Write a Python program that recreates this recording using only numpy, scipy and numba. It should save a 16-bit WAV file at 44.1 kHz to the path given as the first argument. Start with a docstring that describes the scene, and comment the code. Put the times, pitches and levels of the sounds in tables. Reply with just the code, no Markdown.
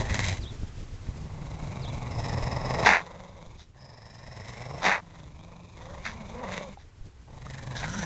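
"""Two short-nosed dogs growl through clenched jaws as they tug a ball in deep snow, with two barks and a few snorts.
Each growl is a rough low voice chopped by a flapping soft palate and coloured by throat, mouth and nose.
Barks and snorts are fast uneven pulses through open jaws; a whine and nostril wheezes ride along.
Teeth click on the ball, a bird chirps, and wind rumbles and thumps on the microphone over a soft hiss."""
import sys
import numpy as np
from scipy import signal
from scipy.fft import rfft, irfft, next_fast_len
from scipy.io import wavfile
from scipy.ndimage import uniform_filter1d
from numba import njit

SR = 44100
rng = np.random.default_rng(int(sys.argv[2]) if len(sys.argv) > 2 else 0)


def store_pcm(level_fs):
    """Save levels as 16-bit WAV."""
    pcm = np.round(np.clip(level_fs, -1, 1) * 32767).astype(np.int16)
    wavfile.write(sys.argv[1], SR, np.atleast_2d(pcm).T)


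N = 355001


def deep_dog(flap_db):
    """Long growls of the deep-voiced dog, its airway a set of throat, mouth and nose resonances."""
    # One list for each growl. Each row: time in seconds, pitch in Hz, effort in dB,
    # rasp over the effort in dB, mouth resonance in Hz.
    phrases = [
        [(0.0, 123.2, -37, -3, 1877), (0.05, 120.5, -40, -5.5, 1760), (0.14, 102.6, -38.5, 4, 1940),
         (0.315, 95.4, -41.5, 9, 2040), (0.335, 93.3, -44.5, 0, 2060), (0.38, 92.8, -50, 2.5, 2050),
         (0.4, 92.7, -62, -12, 2020), (0.55, 90.1, -57, -7, 1910)],
        [(1.04, 120, -56.5, -2.5, 1874), (1.23, 148.9, -53.5, -10.5, 1860), (1.52, 156.2, -48.5, -8, 2020),
         (1.71, 132.1, -45.5, -7.5, 2130), (1.95, 127.1, -44, -8, 2173), (2.28, 119, -37.5, -7.5, 1794),
         (2.69, 127.1, -34.5, -8.5, 1866), (2.845, 167.6, -27, -9.5, 1850)],
        [(3.74, 133, -62.5, -4, 1687), (3.85, 123, -55, -7.5, 1716), (4.13, 114.1, -54.5, -4, 1750),
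         (4.62, 114.4, -46.5, -1, 2007), (4.74, 142.5, -43, -13, 2026), (4.815, 156, -43.5, -2, 1904)],
        [(7.27, 121.8, -60, -15, 1860), (7.49, 132.7, -50, -1.5, 1820), (7.6, 132.6, -52, 2, 1770),
         (7.71, 133, -44.5, -8.5, 1697), (7.79, 129.1, -45.5, 1, 1581), (7.96, 192.3, -44.5, 3, 1340),
         (8.05, 204.5, -40, 0.5, 1670)],
    ]
    # Body of each growl at mean effort. Each row: chest tone in dB, nose hiss in dB.
    placing = [(-36.5, -46.5), (-35, -48), (-42, -48.5), (-39, -47.5)]
    # Fixed throat resonances. Each row: centre in Hz, width in Hz, level in dB.
    throat = [(506, 292, 13.5), (912, 140, 7), (1056, 93, 12)]
    # Mouth resonances that move. Each row: centre as a multiple of the mouth Hz, width in Hz, level in dB.
    mouth = [(1.02, 233, 6.5), (0.93, 580, 2), (1.299, 97.8, 0.92)]
    # Fixed nose resonances. Each row: centre in Hz, width in Hz, level in dB.
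    nose = [(3160, 700, -4.5), (3905, 310, -5), (5140, 2100, -13.5), (5860, 470, -5.5), (6840, 7200, -9)]
    return growl(phrases, placing, throat, mouth, nose, flap_db,
                 chest_law=(0.72, .3, -37.5), hiss_law=(0.87, 0.92, -20),
                 jitter=.08, breath=0.85, rattle=1.24, overtone=0.11)


def higher_dog(flap_db):
    """Growls of the higher-voiced dog: a steadier, less breathy voice with more rattle and octave in the chest."""
    # One list for each growl. Each row: time in seconds, pitch in Hz, effort in dB,
    # rasp over the effort in dB, mouth resonance in Hz.
    phrases = [
        [(3.01, 170.3, -45, -10, 2000), (3.31, 191.6, -54.5, -8, 2080), (3.44, 169.4, -54.5, -10.5, 2170),
         (3.57, 177, -59.5, -4, 2357)],
        [(5.02, 170.5, -61.5, -10, 2000), (5.16, 161.6, -55, -4.5, 1920), (5.34, 147, -61.5, -7.5, 2300),
         (5.52, 174.4, -54, -9.5, 2402), (5.72, 173, -59, -4.5, 2495), (5.8, 167.5, -52, -5, 2000),
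         (5.92, 163.7, -47, -10.5, 1772), (6.04, 185.4, -51, -3.5, 2300)],
        [(6.06, 214.9, -54, -2, 2120), (6.13, 232.2, -46.5, -7.5, 2140), (6.28, 199.4, -49, -7.5, 2312),
         (6.43, 268.7, -40.5, -10, 1950), (6.46, 191.7, -39.5, -8.5, 1980), (6.56, 186, -42, 2, 2020),
         (6.68, 191.3, -50.5, -9, 2250), (6.75, 205, -59.5, 3.5, 2230)],
    ]
    # Body of each growl at mean effort. Each row: chest tone in dB, nose hiss in dB.
    placing = [(-49, -48.5), (-45.5, -49.5), (-44.5, -50)]
    # Fixed throat resonances. Each row: centre in Hz, width in Hz, level in dB.
    throat = [(496, 196, 7.8), (978, 286, 3.9)]
    # Mouth resonances that move. Each row: centre as a multiple of the mouth Hz, width in Hz, level in dB.
    mouth = [(.82, 405, -5), (1, 363, 5.5), (1.2, 350, -7)]
    # Fixed nose resonances. Each row: centre in Hz, width in Hz, level in dB.
    nose = [(3590, 760, 1), (4950, 200, -9), (6050, 1630, -5)]
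    return growl(phrases, placing, throat, mouth, nose, flap_db,
                 chest_law=(0.4, 0.086, -35), hiss_law=(0.8, 0.75, -20),
                 jitter=.05, breath=0.75, rattle=1.7, overtone=0.31)


def growl(phrases, placing, throat, mouth, nose, flap_db, chest_law, hiss_law, jitter, breath, rattle, overtone):
    """Chest tone, then throat, mouth and nose resonances of a breathy voice chopped by the palate."""
    spans = [[(*row, *pair) for row in rows] for rows, pair in zip(phrases, placing)]
    gate, hz, effort_db, rasp_db, mouth_hz, chest_mean_db, nose_mean_db = in_time(spans)
    chest_db = follow_effort(chest_mean_db, effort_db, rasp_db, *chest_law)
    nose_db = follow_effort(nose_mean_db, effort_db, rasp_db, *hiss_law)

    phase, source = glottis(hz, jitter, shimmer_db=5.5, breath=breath)
    chopped = source * from_db(flap_db)
    gusts = from_db(1.4 * flap_db + 1.5 * drift(9))
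    airy = (source + 0.38 * rng.standard_normal(N)) * gusts   # turbulence in the nose

    tone = np.sin(2 * np.pi * phase) + overtone * np.sin(4 * np.pi * phase)
    hum = rms_one(tone * from_db(.4 * flap_db + 2.5 * drift(40)))
    rattling = rms_one(moving_resonance(chopped, 0.74 * hz, width_hz=78.7))   # just below the pitch
    chest = rms_one(hum + rattle * rattling)

    clenched = chopped * from_db(0.2 * flap_db)   # the mouth is chopped a little deeper
    jaws = rms_one(sum(from_db(level_db) * moving_resonance(clenched, ratio * mouth_hz, width_hz)
                       for ratio, width_hz, level_db in mouth))
    voice = from_db(chest_db) * chest + from_db(effort_db) * resonances(chopped, throat)
    voice = voice + from_db(effort_db + rasp_db) * jaws
    return gate * (voice + from_db(nose_db) * resonances(airy, nose))


def follow_effort(mean_db, effort_db, rasp_db, effort_share, rasp_share, top_db):
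    """Level that follows a share of effort and rasp; effort above top_db adds no more."""
    mean_effort_db = -45
    return mean_db + effort_share * (np.minimum(effort_db, top_db) - mean_effort_db) + rasp_share * rasp_db


def palate():
    """The soft palate snaps open and shut a little unevenly, in some bouts fast at first; level change in dB."""
    # Bouts of flapping. Each row: first flap in seconds, settled flaps per second,
    # extra flaps per second at the start, swing either way in dB before each source scales it.
    bouts = np.array([(.014, 21.6, 0, 2.5), (1.031, 21.8, 5.3, 3), (3.025, 22.8, 0, 2.3),
                      (3.771, 23.6, 0, 2.3), (5.026, 24, 0, 2.8), (6.055, 16.5, 10.2, 2.2),
                      (7.299, 20.5, 5, 3.8), (7.805, 21.5, 0, 1.8)])
    settle_s = .5
    t = np.arange(N) / SR
    current = np.maximum(np.searchsorted(bouts[:, 0], t) - 1, 0)
    first, rate, extra, depth_db = bouts[current].T
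    flaps = rate * (t - first) + extra * settle_s * (1 - np.exp((first - t) / settle_s))
    swing = np.cos(2 * np.pi * (flaps + .06 * drift(12))) + .3 * drift(25)
    return depth_db * np.tanh(2.2 * (swing - .15))   # squared off, shut longer than open


def glottis(hz, jitter, shimmer_db, breath):
    """Vocal folds: the phase of an uneven cycle, and a pulse plus a puff of air at each closing."""
    phase = np.cumsum(hz * np.exp(jitter * drift(60))) / SR
    closing = np.diff(np.floor(phase), prepend=0)
    pulses = rms_one(closing * from_db(shimmer_db * rng.standard_normal(N)))
    puffs = rms_one(rng.standard_normal(N) * np.exp(-1.2 * (phase % 1)))
    breath = np.clip(breath, 0, 1)
    return phase, np.sqrt(1 - breath) * pulses + np.sqrt(breath) * puffs


def barks():
    """Forced air: fast, uneven pulses through the open mouth, bunched by a slower flutter of the folds."""
    # Barks and snorts with open jaws. 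Each row: start in seconds, attack in seconds, hold in seconds,
    # release in seconds, peak level in dB, low share in dB, top share in dB.
    calls = [(2.842, 0.023, 0.093, 0.065, -16.5, -1, -9), (3.567, 0.034, 0.022, 0.044, -60, 1, 7),
             (4.816, 0.045, 0.091, 0.053, -21, -1, -9.5), (6.034, 0.025, 0.0059, 0.075, -31.5, -12, -9.5),
             (6.768, .03, 0.033, 0.037, -63.5, 3, 3), (7.75, 0.018, .04, .008, -46.5, 1, 6),
             (7.807, .036, 0.0048, 0.022, -31.5, -3.5, -11.5)]
    # Low resonances. Each row: centre in Hz, width in Hz, level in dB.
    low = [(177, 43, -3), (540, 690, -2), (901, 550, 2.5)]
    # Middle resonances. Each row: centre in Hz, width in Hz, level in dB.
    middle = [(1580, 930, 5.5), (2090, 760, 4.5), (2620, 84, 1.5)]
    # Top resonances. Each row: centre in Hz, width in Hz, level in dB.
    top = [(3730, 580, -0.5), (4810, 250, -9), (5680, 1070, -6.5)]
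    pulses_per_s, flutters_per_s = 280, 90
    gate, level_db, low_db, top_db = in_time([bark_shape(*row) for row in calls])
    _, source = glottis(pulses_per_s, jitter=.3, shimmer_db=3.0, breath=.5)
    flutter = np.cumsum(flutters_per_s * np.exp(.1 * drift(30))) / SR % 1
    source = source * np.exp(-1.2 * flutter)
    colour = resonances(source, middle) + from_db(low_db) * resonances(source, low)
    hissing = source + 0.4 * rng.standard_normal(N)   # air past the teeth
    return gate * from_db(level_db) * (colour + from_db(top_db) * resonances(hissing, top))


def bark_shape(s, attack, hold, release, peak_db, low_db, top_db):
    """Attack, sagging and dulling hold, release: rows of (s, level dB, low share dB, top share dB)."""
    rise_db, fall_db = 25.5, 26.5
    sag_db_per_s, dulling_db_per_s = 60, 92
    edge_low_db, edge_top_db = 10, 9   # jaws nearly shut at both ends
    held_db = peak_db - sag_db_per_s * hold
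    dull_db = top_db - dulling_db_per_s * hold
    return [(s, peak_db - rise_db, low_db + edge_low_db, top_db + edge_top_db),
            (s + attack, peak_db, low_db, top_db),
            (s + attack + hold, held_db, low_db - 7.0, dull_db),
            (s + attack + hold + release, held_db - fall_db, low_db + edge_low_db, dull_db + edge_top_db)]


def whine(flap_db):
    """A clear, slightly unsteady tone over the higher growl, with weaker partials at 1.5 and 2 times its pitch."""
    # Whines that arch up and partly back. Each row: start in seconds, length in seconds, pitch in Hz,
    # arch in Hz, level in dB.
    arches = [(3.111, 0.39, 530, 34.9, -57.5), (5.794, 0.25, 489.6, 74.4, -50.5),
              (6.312, .42, 449.3, 150, -45.5)]
    attack_s, release_s, fade_db = 0.035, 0.0586, 25
    spans = [[(s, hz, db - fade_db),
              (s + attack_s, hz + .2 * arch_hz, db),
              (s + length / 2, hz + arch_hz, db),
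              (s + length - release_s, hz + .6 * arch_hz, db),
              (s + length, hz + 0.24 * arch_hz, db - fade_db)]
             for s, length, hz, arch_hz, db in arches]
    gate, hz, level_db = in_time(spans)
    turn = 2 * np.pi * np.cumsum(hz * np.exp(.035 * drift(40))) / SR
    tone = np.sin(turn) + .3 * np.sin(1.5 * turn) + .35 * np.sin(2 * turn)
    return gate * from_db(level_db) * rms_one(tone * from_db(.6 * flap_db))


def wheeze(flap_db):
    """Air squeezed through a narrow nostril: ringing turbulence, chopped with the growl."""
    # Each row: start in seconds, length in seconds, centre in Hz, glide in Hz, level in dB, swell in dB.
    breaths = [(2.08, .77, 5234, -100, -50.5, 3), (3.75, 1.07, 5100, 241.5, -60.5, 3.5),
               (7.87, .18, 5870, 55.5, -45, 0.5)]
    attack_s, fade_db = .05, 25
    spans = [[(s, hz, db - fade_db), (s + attack_s, hz, db), (s + length, hz + glide_hz, db + swell_db)]
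             for s, length, hz, glide_hz, db, swell_db in breaths]
    gate, hz, level_db = in_time(spans)
    air = rng.standard_normal(N) * from_db(1.9 * flap_db)
    return gate * from_db(level_db) * rms_one(moving_resonance(air, hz, width_hz=330))


def teeth_clicks():
    """Teeth slipping on the ball: short rings that last several cycles."""
    # Each row: time in seconds, starting level in dB, ring in Hz.
    slips = [(3.217, -48.5, 834), (5.785, -47, 853.3), (5.81, -40, 959), (5.852, -46, 666),
             (6.58, -48, 594.5), (6.611, -27.5, 574), (6.773, -37.5, 793.5), (7.466, -34.5, 1243)]
    return knocks(slips, cycles=4.6)


def microphone_thumps():
    """Dull thumps on the microphone, gone within about a cycle."""
    # Each row: time in seconds, starting level in dB, pitch in Hz.
    bumps = [(0.633, -17.5, 121), (1.088, -14, 69.85), (3.468, -33, 21.2), (7.01, -26, 26.7)]
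    return knocks(bumps, cycles=0.26)


def knocks(events, cycles):
    """Each knock is a sine whose envelope falls by a factor e in the given number of cycles."""
    out = np.zeros(N)
    for s, start_db, hz in events:
        at = round(s * SR)
        turns = hz * np.arange(min(N - at, SR // 4)) / SR
        out[at:at + len(turns)] += from_db(start_db) * np.sin(2 * np.pi * turns) * np.exp(-turns / cycles)
    return out


def bird():
    """A wavering whistle, blurred by two echoes from the trees."""
    # Each row: start in seconds, length in seconds, top pitch in Hz, level in dB,
    # share of the tune skipped from 0 to 1.
    chirps = [(0.397, .124, 4990, -50, 0.07), (1.806, 0.11, 5007, -49.5, 0.01),
              (5.32, 0.14, 4800, -67, 0.4)]
    # Tune of one chirp. Each row: time as a share of length, pitch as a share of the top, level in dB.
    tune = [(0, .85, -10), (.12, 1, -2), (.32, .75, 0), (.48, .63, -2), (.72, .8, 0), (.82, .7, -2),
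            (1, .66, -9)]
    spans = [[(s + at * length, ratio * top_hz, db + level_db) for at, ratio, db in tune if at >= skipped]
             for s, length, top_hz, level_db, skipped in chirps]
    gate, hz, level_db = in_time(spans)
    whistle = np.sin(2 * np.pi * np.cumsum(hz * (1 + .015 * drift(300))) / SR)
    direct = np.sqrt(2) * gate * from_db(level_db + 2.5 * drift(80)) * whistle   # sqrt(2): levels are rms
    first_echo = .4 * np.roll(direct, round(.007 * SR))
    second_echo = .3 * np.roll(direct, round(.016 * SR))
    return direct + first_echo + second_echo


def wind_and_air():
    """Lumpy rumble on the microphone under a smooth hiss; both thin out after the first bark and later return."""
    # Background levels. Each row: time in seconds, rumble in dB before its lumps, hiss in dB.
    levels = [(0, -32, -54), (.4, -34, -52.5), (.74, -41, -52), (2.87, -36.5, -64.5), (3.05, -54.5, -69),
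              (3.6, -49.5, -66), (3.85, -58, -69), (4.8, -48.5, -52), (5.3, -54.5, -66.5),
              (5.95, -43.5, -69), (6.3, -47, -65), (7.1, -51, -60.5), (8.05, -38, -63)]
    # Rumble spectrum. Each row: frequency in Hz, relative level in dB per Hz.
    rumble_spectrum = [(15, -24), (25, -0.5), (48, -9), (60, -1.5), (72, -4), (100, -4), (200, -21),
                       (400, -23.5), (800, -39), (1500, -43)]
    # Hiss spectrum. Each row: frequency in Hz, relative level in dB per Hz.
    hiss_spectrum = [(150, -23), (400, -12), (900, -7.5), (2000, -11.5), (4000, -18.5), (7000, -21),
                     (8500, -14)]
    lumps = from_db(2.5 * drift(12))
    _, rumble_db, hiss_db = in_time([levels])
    rumble = from_db(rumble_db) * lumps * coloured_noise(rumble_spectrum)
    return rumble + from_db(hiss_db) * coloured_noise(hiss_spectrum)


def coloured_noise(spectrum):
    """Noise shaped by a (Hz, dB per Hz) table; rms 1."""
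    hz, level_db = np.transpose(spectrum)
    size = next_fast_len(N)
    grid = np.log(np.fft.rfftfreq(size, 1 / SR) + 1)
    shape = from_db(np.interp(grid, np.log(hz), level_db))
    return rms_one(irfft(rfft(rng.standard_normal(size)) * shape, size)[:N])


def resonances(x, modes):
    """Parallel resonances of alternating sign, each passed twice for dark valleys; rms 1."""
    out = 0
    for k, (hz, width_hz, level_db) in enumerate(modes):
        r = np.exp(-np.pi * 1.5 * width_hz / SR)   # wider, since two passes narrow it
        stage = [(1 - r * r) / 2, 0, (r * r - 1) / 2, 1, -2 * r * np.cos(2 * np.pi * hz / SR), r * r]
        out = out + (-1) ** k * from_db(level_db) * signal.sosfilt([stage, stage], x)
    return rms_one(out)


@njit
def glide(x, pull, r):
    """A two-pole resonance whose centre moves."""
    out = np.zeros(len(x))
    for i in range(2, len(x)):
        out[i] = x[i] - x[i - 2] + pull[i] * out[i - 1] - r * r * out[i - 2]
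    return out


def moving_resonance(x, hz, width_hz):
    """A gliding resonance passed twice for dark valleys; gain 1 on top."""
    r = np.exp(-np.pi * 1.5 * width_hz / SR)   # wider, since two passes narrow it
    pull = 2 * r * np.cos(2 * np.pi * hz / SR)
    return ((1 - r * r) / 2) ** 2 * glide(glide(x, pull, r), pull, r)


def drift(rate):
    """Slow random wander of spread 1, drawn at every 16th sample; rate in Hz."""
    r = np.exp(-32 * np.pi * rate / SR)
    draws = rng.standard_normal(N // 16 + 3002)
    slow = signal.lfilter([1], [1, -2 * r, r * r], draws)[3000:]   # skip the filter's start
    return np.interp(np.arange(N) / 16, np.arange(len(slow)), rms_one(slow))


def in_time(tables):
    """Columns of several spans as signals, led by a soft-edged gate that is open inside the spans."""
    t = np.arange(N) / SR
    s, *columns = np.concatenate(tables).T
    gate = sum((t >= rows[0][0]) & (t <= rows[-1][0]) for rows in tables)
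    return [uniform_filter1d(gate * 1., size=600)] + [np.interp(t, s, c) for c in columns]


def from_db(db):
    """Gain of a level in dB."""
    return np.exp(np.asarray(db) * (np.log(10) / 20))


def rms_one(x):
    """Scaled to unit power."""
    return x / np.sqrt(np.mean(x ** 2) + 1e-20)


def scene():
    """Dogs, ball, bird and wind in one channel; snow swallows the echoes, so only the bird has any."""
    flap_db = palate()   # both dogs, the wheeze and the whine share the flapping
    dogs = deep_dog(flap_db) + wheeze(flap_db) + higher_dog(flap_db) + whine(flap_db) + barks()
    small = bird() + teeth_clicks() + microphone_thumps()
    return (dogs + small + wind_and_air())[None]


def record(dry):
    """A small microphone rounds the peaks and rolls off the treble; the top is cut."""
    rolloff_hz, cutoff_hz = 8460, 9150
    rounded = .8 * np.tanh(dry / .8)
    dull = signal.sosfilt(signal.butter(3, rolloff_hz, fs=SR, output="sos"), rounded)
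    return signal.sosfilt(signal.cheby2(12, 70, cutoff_hz, fs=SR, output="sos"), dull)   # 70 dB down from the cutoff


dry = scene()
out = record(dry)
store_pcm(out)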